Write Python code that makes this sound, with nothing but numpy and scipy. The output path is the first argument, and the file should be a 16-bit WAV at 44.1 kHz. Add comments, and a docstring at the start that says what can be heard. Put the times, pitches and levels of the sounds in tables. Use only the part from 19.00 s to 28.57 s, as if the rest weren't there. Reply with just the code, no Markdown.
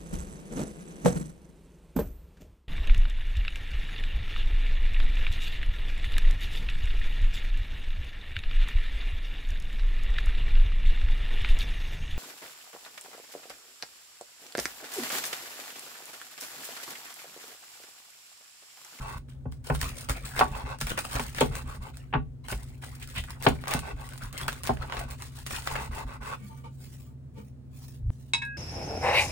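"""Cutting cabbage, spreading sprouts

A knife crunches through stacked cabbage leaves: cells burst, ribs snap, wet leaves squeak on the steel.
The blade knocks on a wooden board and saws through the last fibres; the hand rocks the board.
Then hands spread bean sprouts in a pot, a deep judder swells and is cut off, kitchenware clinks twice.
An appliance hums in the small kitchen. Stereo: two closely spaced microphone ports."""
import sys
import numpy as np
from scipy import signal
from scipy.fft import rfft, irfft, next_fast_len
from scipy.io import wavfile
from scipy.ndimage import uniform_filter1d, map_coordinates

SR = 44100
rng = np.random.default_rng(int(sys.argv[2]) if len(sys.argv) > 2 else 0)


def unload_wav(signal):
    """Save mono or channel-first audio to the path in sys.argv[1] as 16-bit WAV at rate SR, clipped to [-1, 1]."""
    wavfile.write(
        sys.argv[1],
        SR,
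        np.round(np.clip(np.atleast_2d(signal).T, -1, 1) * 32767).astype(np.int16),
    )


N = 422037
T = np.arange(N) / SR
MAX_T60_S = 0.3  # cap on board and counter modes

# Table levels are relative; each source adds its own gain.
# blade and fingers pushing into the leaves: t/s, build-up/s, release/s, crackle/dB, crunch/dB
PUSHES = [(0.281, 0.0074, .07, -62.5, -63), (0.514, 0.0061, 0.035, -59, -74),
          (0.634, 0.039, 0.15, -50.5, -53.5), (.735, 0.017, 0.021, -41, -57.5),
          (.785, 0.046, 0.17, -44, -43.5), (.945, 0.059, 0.1, -48, -52), (1.085, 0.0072, 0.041, -36, -36),
          (1.141, 0.033, 0.02, -45, -46), (1.23, 0.023, 0.31, -47, -52.5), (1.334, 0.046, .08, -41, -38),
          (1.799, 0.014, 0.068, -42.5, -50.5), (1.858, 0.061, 0.025, -40, -38.5),
          (1.97, 0.0099, .06, -41, -50), (2.037, 0.018, .025, -42.5, -41.5), (2.079, 0.069, .2, -40, -44.5),
          (2.34, 0.062, 0.067, -41, -40), (2.93, 0.011, 0.184, -63.5, -61), (3.435, 0.01, 0.11, -58.5, -56),
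          (3.478, 0.038, 0.039, -37.5, -42.5), (3.58, 0.032, 0.14, -62, -63),
          (3.814, 0.018, 0.21, -51.5, -52.5), (3.98, .052, 0.025, -51.5, -58.5),
          (4.07, 0.018, 0.15, -52.5, -57.5), (4.135, 0.044, 0.05, -44.5, -55),
          (4.275, 0.022, .07, -59.5, -50.5), (4.397, 0.059, 0.096, -42, -42),
          (4.56, 0.063, .1, -61.5, -56.5), (4.664, 0.044, 0.092, -42, -40), (5.08, 0.046, .15, -56.5, -56),
          (5.204, 0.024, 0.072, -49, -49.5), (5.318, 0.11, 0.068, -47.5, -43.5),
          (5.475, 0.035, 0.19, -54, -53), (5.624, 0.031, .11, -47.5, -47),
          (5.798, 0.033, 0.018, -61.5, -42), (6.08, 0.029, 0.053, -46, -57.5),
          (6.169, 0.051, 0.11, -49.5, -53.5), (6.319, 0.074, 0.058, -49.5, -55.5),
          (6.454, .02, 0.09, -43, -50), (6.495, .07, 0.05, -39, -42.5), (6.61, 0.067, .14, -45.5, -47)]
# thick ribs snapping: t/s, crack/dB, hollow body/dB
RIB_SNAPS = [(0.5221, -34.5, -43), (0.7483, -22, -26), (0.803, -31, -43.5), (0.814, -12.5, -27.5),
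             (.827, -21, -24), (.842, -27, -32), (.955, -34, -51), (.968, -31.5, -50), (1.0872, -25, -35),
             (1.095, -14, -16), (1.104, -20, -27), (1.254, -29, -42), (1.3633, -42, -25), (1.383, -32, -24),
             (1.3915, -11, -11.5), (1.786, -33, -42.5), (1.8119, -13, -21), (1.8683, -16.5, -23.5),
             (1.895, -18.5, -34.5), (1.9757, -18.5, -17), (1.9894, -16, -22.5), (2.051, -22, -47),
             (2.1547, -22, -21.5), (2.1605, -21.5, -20), (2.1957, -19, -39), (2.3469, -24, -29),
             (2.3836, -25, -18.5), (2.4074, -9, -18), (2.5533, -18, -35), (2.9703, -29.5, -50),
             (3.4834, -23.5, -28), (3.836, -33, -34), (4.0738, -28, -56.5), (4.1589, -25, -39.5),
             (4.1825, -24.5, -33), (4.2378, -29, -33.5), (4.305, -22.5, -41), (4.4246, -21, -37),
             (4.4864, -16.5, -41.5), (4.638, -36.5, -28.5), (4.656, -37.5, -34), (4.6718, -35.5, -23.5),
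             (4.680, -18, -31), (4.737, -9.5, -19), (4.791, -19, -48), (5.0895, -26, -58),
             (5.134, -33, -41), (5.177, -26.5, -49), (5.2341, -28.5, -46), (5.327, -26.5, -44),
             (5.3772, -16, -37), (5.413, -22, -50), (5.4333, -26, -37), (5.4799, -13.5, -13.5),
             (5.521, -30.5, -33), (5.528, -24, -41.5), (5.6338, -17.5, -34.5), (5.639, -24, -39),
             (5.653, -24.5, -44), (5.666, -21, -43), (5.6722, -16.5, -22), (5.770, -36.5, -30.5),
             (5.8269, -38.5, -35), (5.8974, -39.5, -26.5), (5.9219, -35.5, -19.5), (5.9679, -32.5, -20),
             (6.103, -32, -47), (6.118, -30.5, -49), (6.2216, -24.5, -39.5), (6.464, -20.5, -30),
             (6.5067, -22, -26.5), (6.621, -29.5, -39), (6.6724, -18.5, -17.5), (6.712, -30, -27),
             (6.754, -29, -20.5), (9.451, -35, -50)]
# knife on board: t/s, wood/dB, wood f/Hz, counter thump/dB, board flex/dB, crack/dB, crack f/Hz,
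# t60 factor under load
KNOCKS = [(0.455, -31.5, 480, -26, -40, -54, 2200, 0.79), (0.699, -17.5, 540, -17.5, -32, -27, 1310, 0.85),
          (1.4097, -4, 930, -25.5, -34.5, -26, 1900, 0.63),
          (1.4179, -15.5, 1090, -47, -45, -33, 1900, 1.08), (2.194, -22, 970, -30.5, -33, -30, 2200, 0.49),
          (2.41, -10, 515, -23, -18, -22, 3030, 0.6), (2.422, -11.5, 443, -26, -31.5, -36, 1500, 0.78),
          (3.126, -37, 1040, -47, -50, -35, 2400, 1.3), (3.136, -18.5, 1095, -27, -32, -25, 1860, 0.85),
          (3.151, -20, 1440, -20.5, -30, -37, 2200, 0.73), (3.157, -26.5, 420, -36, -37, -48, 1500, 0.76),
          (3.524, -26, 550, -33, -45, -31.5, 2410, 0.45), (4.464, -6, 782, -15, -17, -15, 2260, 0.51),
          (4.477, -17, 680, -27, -24, -43, 2050, 0.58), (4.744, -32, 765, -17.5, -24, -46, 2380, 0.33),
          (5.693, -10.5, 745, -21.5, -29.5, -45, 1300, 0.6)]
# sawing strokes: start/s, end/s, rasp/dB, rasp f/Hz, fibre tearing/dB
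STROKES = [(-.06, 0.23, -44, 970, -55), (1.507, 1.646, -42, 970, -52), (1.648, 1.769, -40.5, 970, -60),
           (2.1, 2.236, -42.5, 1040, -58.5), (2.507, 2.636, -44.5, 1044, -49.5),
           (2.646, 2.784, -47, 1160, -55.5), (2.801, 2.92, -48.5, 890, -58.5),
           (4.684, 4.801, -34.5, 770, -54), (4.817, 4.935, -40.5, 740, -56.5),
           (4.953, 5.104, -50.5, 805, -56.5), (5.783, 5.924, -48.5, 880, -60.5),
           (5.901, 6.062, -42, 745, -51), (6.058, 6.16, -50, 1000, -59), (6.683, 6.89, -39, 890, -50),
           (6.904, 7.048, -41.5, 950, -52), (7.06, 7.183, -45.5, 1030, -58.5),
           (7.203, 7.395, -39.5, 1120, -54.5)]
# abrupt cutoffs of rasp and crunch: t/s
CUTOFFS = [0.188, 7.358]
# wet leaves on steel: t/s, length/s, level/dB, start f/Hz, end f/Hz
SQUEAKS = [(1.964, 0.044, -37, 1978, 1776), (4.006, 0.048, -47, 2282, 2686),
           (4.141, 0.077, -37, 2400, 2966), (4.269, 0.039, -51.5, 1108, 1700),
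           (4.341, 0.058, -56.5, 1330, 820), (4.696, 0.058, -36.5, 2400, 2683)]
# hand shoving the board: t/s, level/dB
SHOVES = [(0.0, -28.5), (0.152, -32.5), (0.826, -25), (0.9, -34), (1.093, -20), (1.229, -31), (1.334, -34),
          (1.509, -24.5), (1.636, -27), (1.819, -23), (2.149, -21.5), (2.375, -30), (2.5, -25.5),
          (2.641, -27.5), (2.784, -28.5), (3.15, -25), (3.519, -22), (4.173, -24.5), (4.499, -28),
          (4.755, -38), (4.931, -27), (5.229, -30.5), (5.42, -32.5), (5.481, -30), (5.789, -28.5),
          (5.967, -28.5), (6.05, -29.5), (6.51, -32), (6.718, -28.5), (6.89, -28), (7.048, -27.5),
          (7.193, -32)]
# handfuls of sprouts shifted: t/s, length/s, level/dB
HANDFULS = [(7.321, 0.37, -67), (7.669, 0.49, -63.5), (8.317, 0.22, -72), (8.692, 0.33, -61),
            (9.029, 0.37, -71.5)]
# contacts with the pot: t/s, level/dB, rise/s, fall/s, favoured f/Hz
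POT_RUBS = [(7.41, -49.5, .008, 0.05, 199), (7.43, -56, 0.022, 0.029, 1830), (7.52, -52.5, .022, .025, 900),
            (7.59, -57, 0.018, 0.019, 1410), (7.647, -44.5, 0.0063, 0.028, 890),
            (8.1, -67.5, 0.026, 0.029, 1100), (8.385, -45, .018, 0.019, 400),
            (8.399, -57, .015, .025, 1150)]
# kitchenware contacts: t/s, level/dB, rise/s, favoured f/Hz, favour/dB, grit/dB
CLINKS = [(9.3346, -13, 0.00078, 2650, -4.5, -13), (9.3455, -25.5, 0.00087, 3830, 5, -16),
          (9.417, -28, 0.0057, 1580, 30.5, -17)]
# board and counter modes: f/Hz, level/dB, t60/s before load and cap
BOARD_MODES = [(49.7, -4.5, 0.2), (70.1, -9, 0.3), (121, -9, 0.11), (134.1, 1.5, 0.15), (170, -4.5, 0.038),
               (228, -1, 0.086), (255.7, 2.5, 0.16), (417.2, -1, 0.15), (475, 3, 0.056), (611, -3, .1),
               (761, 1, 0.11), (858, -0.5, 0.15), (913, -3.5, 0.13), (1011, -2.5, 0.12), (1124, -4.5, 0.2),
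               (1410, -4.5, 0.084), (1500, -4.5, 0.11), (1590, -13, .12), (2650, -7.5, 0.13),
               (3120, -15.5, 0.07)]
# board rocking on the counter: f/Hz, level/dB, t60/s before cap
ROCKING_MODES = [(42.16, -3, 0.43), (63.5, -5, 0.46), (117.4, -6, 0.17), (226.8, -16, 0.23)]
# kitchenware modes: f/Hz, level/dB, t60/s
WARE_MODES = [(373, -26, 0.06), (930, -16.5, 0.18), (1025, -15.5, 0.075), (1646, -35.5, 0.9),
              (1780, -33, 0.14), (2200, -6, 0.058), (2580, -22.5, 0.67), (2597, -3.5, 0.11),
              (3380, -18, 0.13), (3756, -19, 0.2), (3845, -7.5, 0.075), (4690, -24, 0.061),
              (5227, -25, 0.13), (6700, -24, 0.063), (7690, -26, 0.063), (7903, -24, 0.05),
              (9100, -33, 0.067)]
# blade gripped by leaves: f/Hz, width/Hz, level/dB
BLADE_RESONANCES = [(526, 35, -8), (611, 45, -7.5), (878, 45, -1.5), (1092, 51, -0.5), (1130, 63, 0.5),
                    (1398, 25, -8.5), (1504, 110, -7), (1570, 50, -6), (1990, 170, -14.5),
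                    (2660, 90, -10.5), (3570, 780, -23)]
# pot wall: f/Hz, width/Hz, level/dB
POT_RESONANCES = [(198, 15, 13.5), (460, 34, 1), (610, 21, -21), (890, 19, 1), (1170, 15, 0.5),
                  (1430, 16, -10), (1844, 29, -10.5), (2270, 120, -7), (2900, 140, -14)]
# thin-leaf crackle: f/Hz, level/dB
CRISP_SPECTRUM = [(300, -54.5), (1500, -0.5), (3000, -2.5), (4400, -0.5), (6500, -3.5), (9300, -1),
                  (11000, -5), (13000, -3), (15500, -4)]
# wet-rib crunch: f/Hz, level/dB
JUICY_SPECTRUM = [(100, -40), (300, -4.5), (600, 5), (1100, 4), (1900, 2), (3000, -4), (5000, -13.5),
                  (10000, -28.5)]
# sprout rustle: f/Hz, level/dB
SPROUT_SPECTRUM = [(300, 2), (1200, 1), (4000, -0.5), (8500, -1), (12000, -2), (15500, 1.5)]
# appliance hum: f/Hz, level/dB
HUM_LINES = [(71, -46), (108, -49.5), (133, -42), (240, -55), (257, -56)]
# room noise: f/Hz, level/dB
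ROOM_SPECTRUM = [(15, -22), (35, -9.5), (55, -8), (85, -10), (130, 3.5), (175, -14), (255, -15.5),
                 (350, -19), (600, -26.5), (1000, -36.5), (3000, -47), (9000, -53), (16000, -53)]
# room decay: f/Hz, t60/s
ROOM_DECAY = [(130, 0.42), (1000, 0.12), (4000, 0.18), (14000, 0.098)]
# left-right likeness: f/Hz, coherence
COHERENCE = [(30, 1), (70, 0.63), (250, 0.46), (700, 0.062), (3000, 0.17), (6000, 0.37), (8500, 0.98),
             (12000, 0.99), (15000, .85)]


def leaves_and_sprouts():
    """Thin leaves crackle, thick wet ribs crunch lower; sprouts only rustle."""
    crisp, juicy = bursting_gains()
    fibres = crackle(CRISP_SPECTRUM, per_s=750, spread_db=7.5, clump_db=2.0, hiss=0.22)
    pulp = crackle(JUICY_SPECTRUM, per_s=400, spread_db=4, clump_db=2.5, hiss=0.2)
    cells = amp(5.5) * wet_pops(per_s=550, hz=1805, pitch_spread=0.5, spread_db=2.5, cycles=3.2)
    stirring = sum(amp(db) * hand_speed(s, length_s) ** 1.5 for s, length_s, db in HANDFULS)
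    rustle = amp(9) * stirring * crackle(SPROUT_SPECTRUM, per_s=610, spread_db=2, clump_db=2, hiss=0.39)
    thin = pockets(amp(4) * crisp * fibres, depth_db=2.5)
    return thin + pockets(juicy * (pulp + cells) + rustle, depth_db=5)


def bursting_gains():
    """Crackle and crunch gains: pushes build, release and settle; strokes tear with blade speed."""
    power, t = np.zeros((2, N)), np.arange(SR // 2) / SR
    for s, build_s, release_s, crisp_db, juicy_db in PUSHES:
        after_s = np.maximum(t - build_s, 0)
        release = amp(-16.5 * (after_s / release_s) ** 0.94)
        settling = amp(-17) * np.exp(-after_s / 0.15)
        push = np.minimum(t / build_s, 1) * np.maximum(release, settling)
        add(power, s, (amp([[crisp_db], [juicy_db]]) * push) ** 2)
    for start, end, _, _, db in STROKES:
        power += (amp([[db], [db - 1.5]]) * hand_speed(start, end - start) ** 0.94) ** 2
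    return np.sqrt(power) * cutoff_gate()


def crackle(spectrum, per_s, spread_db, clump_db, hiss):
    """Bursting cells: clumps of tiny, unequal pops on a fine hiss; rms 1."""
    sizes = amp(spread_db * np.minimum(rng.standard_normal(N), 2)) * (rng.random(N) < per_s / SR)
    decay = np.exp(-np.arange(SR // 200) / SR / 0.0071)
    envelope = unit(np.sqrt(np.abs(signal.fftconvolve(sizes ** 2, decay)[:N])))
    bursts = (envelope + hiss) * amp(clump_db * wobble(70)) * noise(N)
    return unit(ports(bursts, eq(spectrum)))


def wet_pops(per_s, hz, pitch_spread, spread_db, cycles):
    """Juice-filled cells burst, each ringing a few cycles at its own pitch; rms 1."""
    count = int(per_s * N / SR)
    draw = rng.standard_normal((count, 5))  # pitch, two sizes, two phases
    k = np.arange(SR // 125)
    index = (rng.integers(0, N, count)[:, None] + k).ravel()
    turns = np.minimum(hz * np.exp(pitch_spread * draw[:, :1]), SR / 4) * k / SR
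    size = amp(spread_db * np.minimum(draw[:, 1:2], 1.5) + 2 * draw[:, 2:3])
    envelope = size * np.exp(-turns / cycles) * (1 - k / len(k))
    pops = [envelope * np.sin(2 * np.pi * turns + phase[:, None]) for phase in draw[:, 3:].T]
    pair = np.array([np.bincount(index, pop.ravel(), N)[:N] for pop in pops])
    return unit(ports(pair, eq([(200, 2.5), (700, -8.5), (4000, -7.5), (12000, -26)])))


def pockets(x, depth_db):
    """Gaps between leaves open and close: short-lived resonances."""
    spectra = signal.stft(x, nperseg=512)[2]
    field = uniform_filter1d(rng.standard_normal(spectra.shape[1:]), size=3, axis=0)
    field = uniform_filter1d(field, size=9, axis=1)
    gain = unit(amp(depth_db * np.clip(unit(field), -2, 1.7)))
    return signal.istft(spectra * gain, nperseg=512)[1][:, :N]


def rib_snaps():
    """A rib breaks: sharp crack, wet ping, hollow pop, then a cluster of smaller breaks."""
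    ping_t60_s, mean_gap_s = 0.016, 0.007
    t = np.arange(SR // 8) / SR
    crack, pop, tear = np.zeros((3, 2, N))
    for s, db, body_db in RIB_SNAPS:
        spike = 1.5 * burst(t, 0.002)
        ping_hz = min(4340 * np.exp(0.55 * rng.normal()), SR / 4)
        ping = np.sin(2 * np.pi * (ping_hz * t + rng.random((2, 1)))) * amp(-8.5 - 60 * t / ping_t60_s)
        breaks_s = np.cumsum(rng.exponential(mean_gap_s, 24))
        cluster = unit(0.55 + np.exp(-np.abs(t - breaks_s[:, None]) / 0.0008).sum(0))
        snap = spike + ping + 0.7 * burst(t, 0.0073) + 0.3 * cluster * burst(t, 0.052)
        add(crack, s + 0.00084, amp(db - 5) * snap)
        add(pop, s + 0.00099, amp(body_db + 4.5) * burst(t, 0.008))
        add(tear, s + 0.0019, amp(body_db - 3.5) * cluster * burst(t, 0.085))
    wet = eq(JUICY_SPECTRUM)
    return ports(crack, eq(CRISP_SPECTRUM)) + ports(pop, wet) + pockets(ports(tear, wet), depth_db=4)


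def knife_knocks():
    """The blade lands: edge crack, dense wooden clack, modes of board and counter."""
    out, t = np.zeros((2, N)), np.arange(SR // 2) / SR
    rise = np.clip((t - 0.0008) / 0.001, 0, 1)
    sized = lambda x: unit(x) / np.sqrt(len(t) / (0.004 * SR))  # energy of 4 ms at rms 1
    for s, wood_db, hz, thump_db, flex_db, crack_db, crack_hz, t60_factor in KNOCKS:
        blow = [(140, thump_db + 5.5), (245, flex_db + 3.5), (hz, wood_db - 7), (2800, crack_db - 5.5)]
        # the load of leaves and hand shifts and damps the modes
        modes = [(f * np.exp(rng.normal(0, 0.018)), db + along(blow, f), min(t60 * t60_factor, MAX_T60_S))
                 for f, db, t60 in BOARD_MODES]
        # leaves cushion the edge; a harder blow is brighter
        cushion_hz = 3400 * 2 ** ((crack_db + 24) / 24)
        cushion = lambda f: 1 / (4 + (f / cushion_hz) ** 8)
        first_swing = np.sin(2 * np.pi * hz * t) * t * np.exp(-t * hz / 0.62)
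        clack = ports(rise * (burst(t, 0.029) + 0.93 * burst(t, 0.08)),
                      lambda f: resonance(f, hz, hz * 0.84) ** 2 * cushion(f))
        crack = ports(rise * (burst(t, 0.037) + 0.12 * burst(t, 0.044)),
                      lambda f: resonance(f, crack_hz, crack_hz * 1.6) ** 3 * cushion(f))
        wood = amp(wood_db - 9) * sized(first_swing) + amp(wood_db - 12) * sized(clack)
        board = ring(modes, t, rise_cycles=1.36, spread_rad=0.73)
        add(out, s + 0.0005, board + wood + amp(crack_db - 1) * sized(crack))
    return out


def sawing():
    """The edge drags over wood in fine slips, exciting a broad rasp, the blade and the board."""
    out, slips_per_s = np.zeros((2, N)), 520
    blade = lambda f: sum((-1) ** k * amp(db) * resonance(f, hz, width)
                          for k, (hz, width, db) in enumerate(BLADE_RESONANCES))
    board_groan = lambda f: amp(-7.5) * resonance(f, hz=427, width_hz=38)
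    for start, end, db, hz, _ in STROKES:
        n = round((end - start) * SR)
        slips = (rng.random(n) < slips_per_s / SR) * noise(n) + 0.1 * noise(n)
        broad = lambda f: amp(-3.5) * np.abs(resonance(f, hz, hz * 0.51)) ** 2
        rasp = unit(ports(slips, lambda f: np.hypot(broad(f), np.abs(blade(f))) + board_groan(f)))
        speed = np.sin(np.pi * np.arange(n) / n)
        stroke = amp(db + 2) * rasp * speed ** 0.59
        add(out, start, stroke[:, max(round(-start * SR), 0):])
    catching = amp(1.24 * wobble(45))  # edge catches and frees itself
    return out * catching * cutoff_gate()


def leaf_squeaks():
    """Wet leaves stick and slip on steel: a ragged, gliding chirp."""
    out = np.zeros((2, N))
    for s, length_s, db, start_hz, end_hz in SQUEAKS:
        n = round(length_s * SR)
        lowpass = lambda f: 1 / (1 + (f / (0.37 * start_hz)) ** 2)
        ragged = unit(filtered(rng.standard_normal((2, 2, n)), lowpass))
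        phase = 2 * np.pi * np.cumsum(np.linspace(start_hz, end_hz, n)) / SR
        chirp = ragged[0] * np.sin(phase) + ragged[1] * np.cos(phase)
        add(out, s, amp(db + 3) * ports(chirp * np.hanning(n), np.ones_like))
    return out


def board_shoves():
    """The hand's weight rocks the board: a dull, low thud."""
    out, t = np.zeros((2, N)), np.arange(SR // 2) / SR
    for s, db in SHOVES:
        modes = [(hz * np.exp(rng.normal(0, 0.097)), db + mode_db, min(t60, MAX_T60_S))
                 for hz, mode_db, t60 in ROCKING_MODES]
        add(out, s, ring(modes, t, rise_cycles=0.46, spread_rad=0.6))
    return out


def pot_rubs():
    """Fingers and sprouts brush the pot; each contact favours a different part of its hollow ring."""
    lead_s, favour_db, reach_oct = 0.1, 13.5, 0.62
    out, t = np.zeros((2, N)), np.arange(SR // 3) / SR - lead_s
    wall = lambda f: sum(amp(db) * resonance(f, hz, width) for hz, width, db in POT_RESONANCES)
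    for s, db, rise_s, fall_s, favoured_hz in POT_RUBS:
        favour = lambda f: amp(favour_db * np.exp(-(np.log2((f + 1) / favoured_hz) / reach_oct) ** 2))
        hollow = unit(ports(noise(len(t)), lambda f: wall(f) * favour(f)))
        envelope = np.exp(-0.5 * (t / np.where(t < 0, rise_s, fall_s)) ** 2)
        add(out, s - lead_s, amp(db) * hollow * envelope)
    return out


def ware_clinks():
    """Pieces chatter together: a hard clink, its rebound, a softer touch waking the longest mode."""
    out, t = np.zeros((2, N)), np.arange(SR // 2) / SR
    grit_eq = eq([(300, -6), (1000, 2.5), (3000, 8), (9500, -1.5), (12000, -29)])
    for s, db, rise_s, favoured_hz, favour_db, grit_db in CLINKS:
        modes = [(hz, mode_db + favour_db * np.exp(-(np.log(hz / favoured_hz) / 0.28) ** 2), t60)
                 for hz, mode_db, t60 in WARE_MODES]
        grit = amp(grit_db) * ports(burst(t, 0.081), grit_eq)
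        chatter = 1 + 0.35 * np.exp(-t / 0.04) * wobble(460)[:len(t)]
        ringing = chatter * ring(modes, t, rise_cycles=0.94, spread_rad=0.67)
        add(out, s, amp(db) * (1 - np.exp(-t / rise_s)) * (ringing + grit))
    return out


def deep_judder():
    """A deep judder swells until an edit cuts it off with a dull click."""
    judder_hz, cut_s, swell_s, fade_s = 26.48, 9.104, 0.14, 0.001
    swell = np.clip(1 + (T - cut_s) / swell_s, 0, 1) ** 2 * np.clip(1 - (T - cut_s) / fade_s, 0, 1)
    judder = sum(amp(db) * np.sin(2 * np.pi * (harmonic * judder_hz * T + rng.random()))
                 for harmonic, db in enumerate([-30, -22.5, -26.5, -24.5], 1))
    edit_click = filtered(np.exp(-np.abs(T - cut_s) / 0.00004), lambda f: 1 / (1 + 1j * f / 500))
    return swell * judder + amp(-16.5) * edit_click


def counter_rumble():
    """The counter trembles while the knife works."""
    working = np.interp(T, [7.3, 7.38], [1, 0])
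    return amp(-49) * working * unit(ports(noise(N), lambda f: resonance(f, hz=57, width_hz=34) ** 2))


def appliance_hum():
    """Slightly unsteady hum, off to the right; one more line joins later."""
    left_lag_s, join_s = 0.00019, 6.7
    arrival_s = T + left_lag_s / 2 * np.array([[-1], [1]])
    line = lambda hz, db: amp(db - 3.5) * np.sin(2 * np.pi * hz * arrival_s + 0.5 * wobble(4.5))
    hum = sum(line(hz, db) for hz, db in HUM_LINES)
    return hum + line(208, -57.5) * np.clip((T - join_s) * 20, 0, 1)


def room_noise():
    """Steady low noise floor."""
    return amp(-50) * unit(ports(noise(N), eq(ROOM_SPECTRUM)))


def kitchen_reverb(x):
    """Small-room tail, each frequency decaying at its own rate."""
    predelay_s = 0.0049
    hz, t, spectra = signal.stft(noise(SR // 3), SR, nperseg=256)
    tail = signal.istft(spectra * amp(-60 * t / along(ROOM_DECAY, hz)[:, None]), SR, nperseg=256)[1]
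    tail = np.pad(tail, ((0, 0), (round(predelay_s * SR), 0)))
    tail = ports(tail, eq([(100, 6.2), (1000, 1.3), (12000, 9)]))
    return signal.fftconvolve(x[:1], tail / np.linalg.norm(tail[0]), axes=1)[:, :N]


def hand_speed(start_s, length_s):
    """Half sine: rest, motion, rest."""
    return np.sin(np.pi * np.clip((T - start_s) / length_s, 0, 1)).clip(0)


def cutoff_gate(fade_s=0.004, mute_s=0.07):
    """The rasp and crunch cut off abruptly: gain 0 just after each cutoff, else 1."""
    return np.prod([np.clip((s - T) / fade_s, 0, 1) + (T > s + mute_s) for s in CUTOFFS], axis=0)


def ring(modes, t, rise_cycles, spread_rad):
    """Decaying modes; higher ones reach the two ports further out of phase."""
    hz, db, t60 = np.transpose(modes)[:, :, None]
    decay = amp(db + rng.normal(0, 1, hz.shape) - 60 * t / t60)
    rise = 1 - np.exp(-(t * hz / rise_cycles) ** 2)
    offset = spread_rad * np.minimum(hz / 800, 1) * rng.choice([-1, 1], hz.shape)
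    phase = 2 * np.pi * (hz * t + rng.random(hz.shape))
    return np.array([(decay * rise * np.sin(phase + side * offset)).sum(0) for side in (1, -1)])


def ports(pair, colour, left_lag_s=0.00012):
    """Two independent signals to coloured, partly coherent left and right."""
    angle = lambda f: np.arccos(np.clip(along(COHERENCE, f), 0, 0.99)) / 2
    mid, side = filtered(pair, lambda f: colour(f) * np.array([np.cos(angle(f)), np.sin(angle(f))]))
    lag = lambda f: np.exp(1j * np.pi * np.outer([-1, 1], f * left_lag_s))
    return filtered(np.array([mid + side, mid - side]), lag)


def resonance(f, hz, width_hz):
    """Response of one damped resonance."""
    return 1j * f * width_hz / (hz * hz - f * f + 1j * f * width_hz)


def filtered(x, response):
    """Apply a complex frequency response."""
    n = x.shape[-1]
    m = next_fast_len(n + 8192)
    return irfft(rfft(x, m) * response(np.fft.rfftfreq(m, 1 / SR)), m)[..., :n]


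def along(points, hz):
    """Interpolate (f/Hz, value) points on a log axis."""
    f, values = np.transpose(points)
    return np.interp(np.log(hz + 1), np.log(f + 1), values)


def eq(points):
    """Response through (f/Hz, level/dB) points."""
    return lambda f: amp(along(points, f))


def noise(n):
    """Two independent white noises."""
    return rng.standard_normal((2, n))


def burst(t, t60_s):
    """Decaying noise pair."""
    return amp(-60 * t / t60_s) * noise(len(t))


def wobble(knots_per_s):
    """Smooth random curve; rms 1."""
    knots = rng.standard_normal(int(N * knots_per_s / SR) + 4)
    return unit(map_coordinates(knots, [T * knots_per_s], order=2))


def add(track, start_s, sound):
    """Mix a sound in."""
    i = max(round(start_s * SR), 0)
    track[:, i:i + sound.shape[1]] += sound[:, :N - i]


def amp(db):
    """dB to gain."""
    return 10 ** (np.asarray(db) / 20)


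def unit(x):
    """Scale to rms 1."""
    return x / np.sqrt(np.mean(x ** 2) + 1e-20)


def scene():
    """Counter work with reverb; low thuds and background without."""
    cutting = leaves_and_sprouts() + rib_snaps() + knife_knocks() + pockets(sawing(), depth_db=2.5)
    work = cutting + leaf_squeaks() + pot_rubs() + ware_clinks()
    reverb = amp(-7) * kitchen_reverb(work)
    lows = board_shoves() + counter_rumble() + deep_judder()
    return work + reverb + lows + appliance_hum() + room_noise()


def record(dry):
    """Soft peak limiting, then a brick-wall low-pass."""
    top_hz = 16100
    rounded = dry / (1 + np.abs(dry) ** 6) ** (1 / 6)
    return filtered(rounded, lambda hz: hz < top_hz)


dry = scene()
out = record(dry)
unload_wav(out)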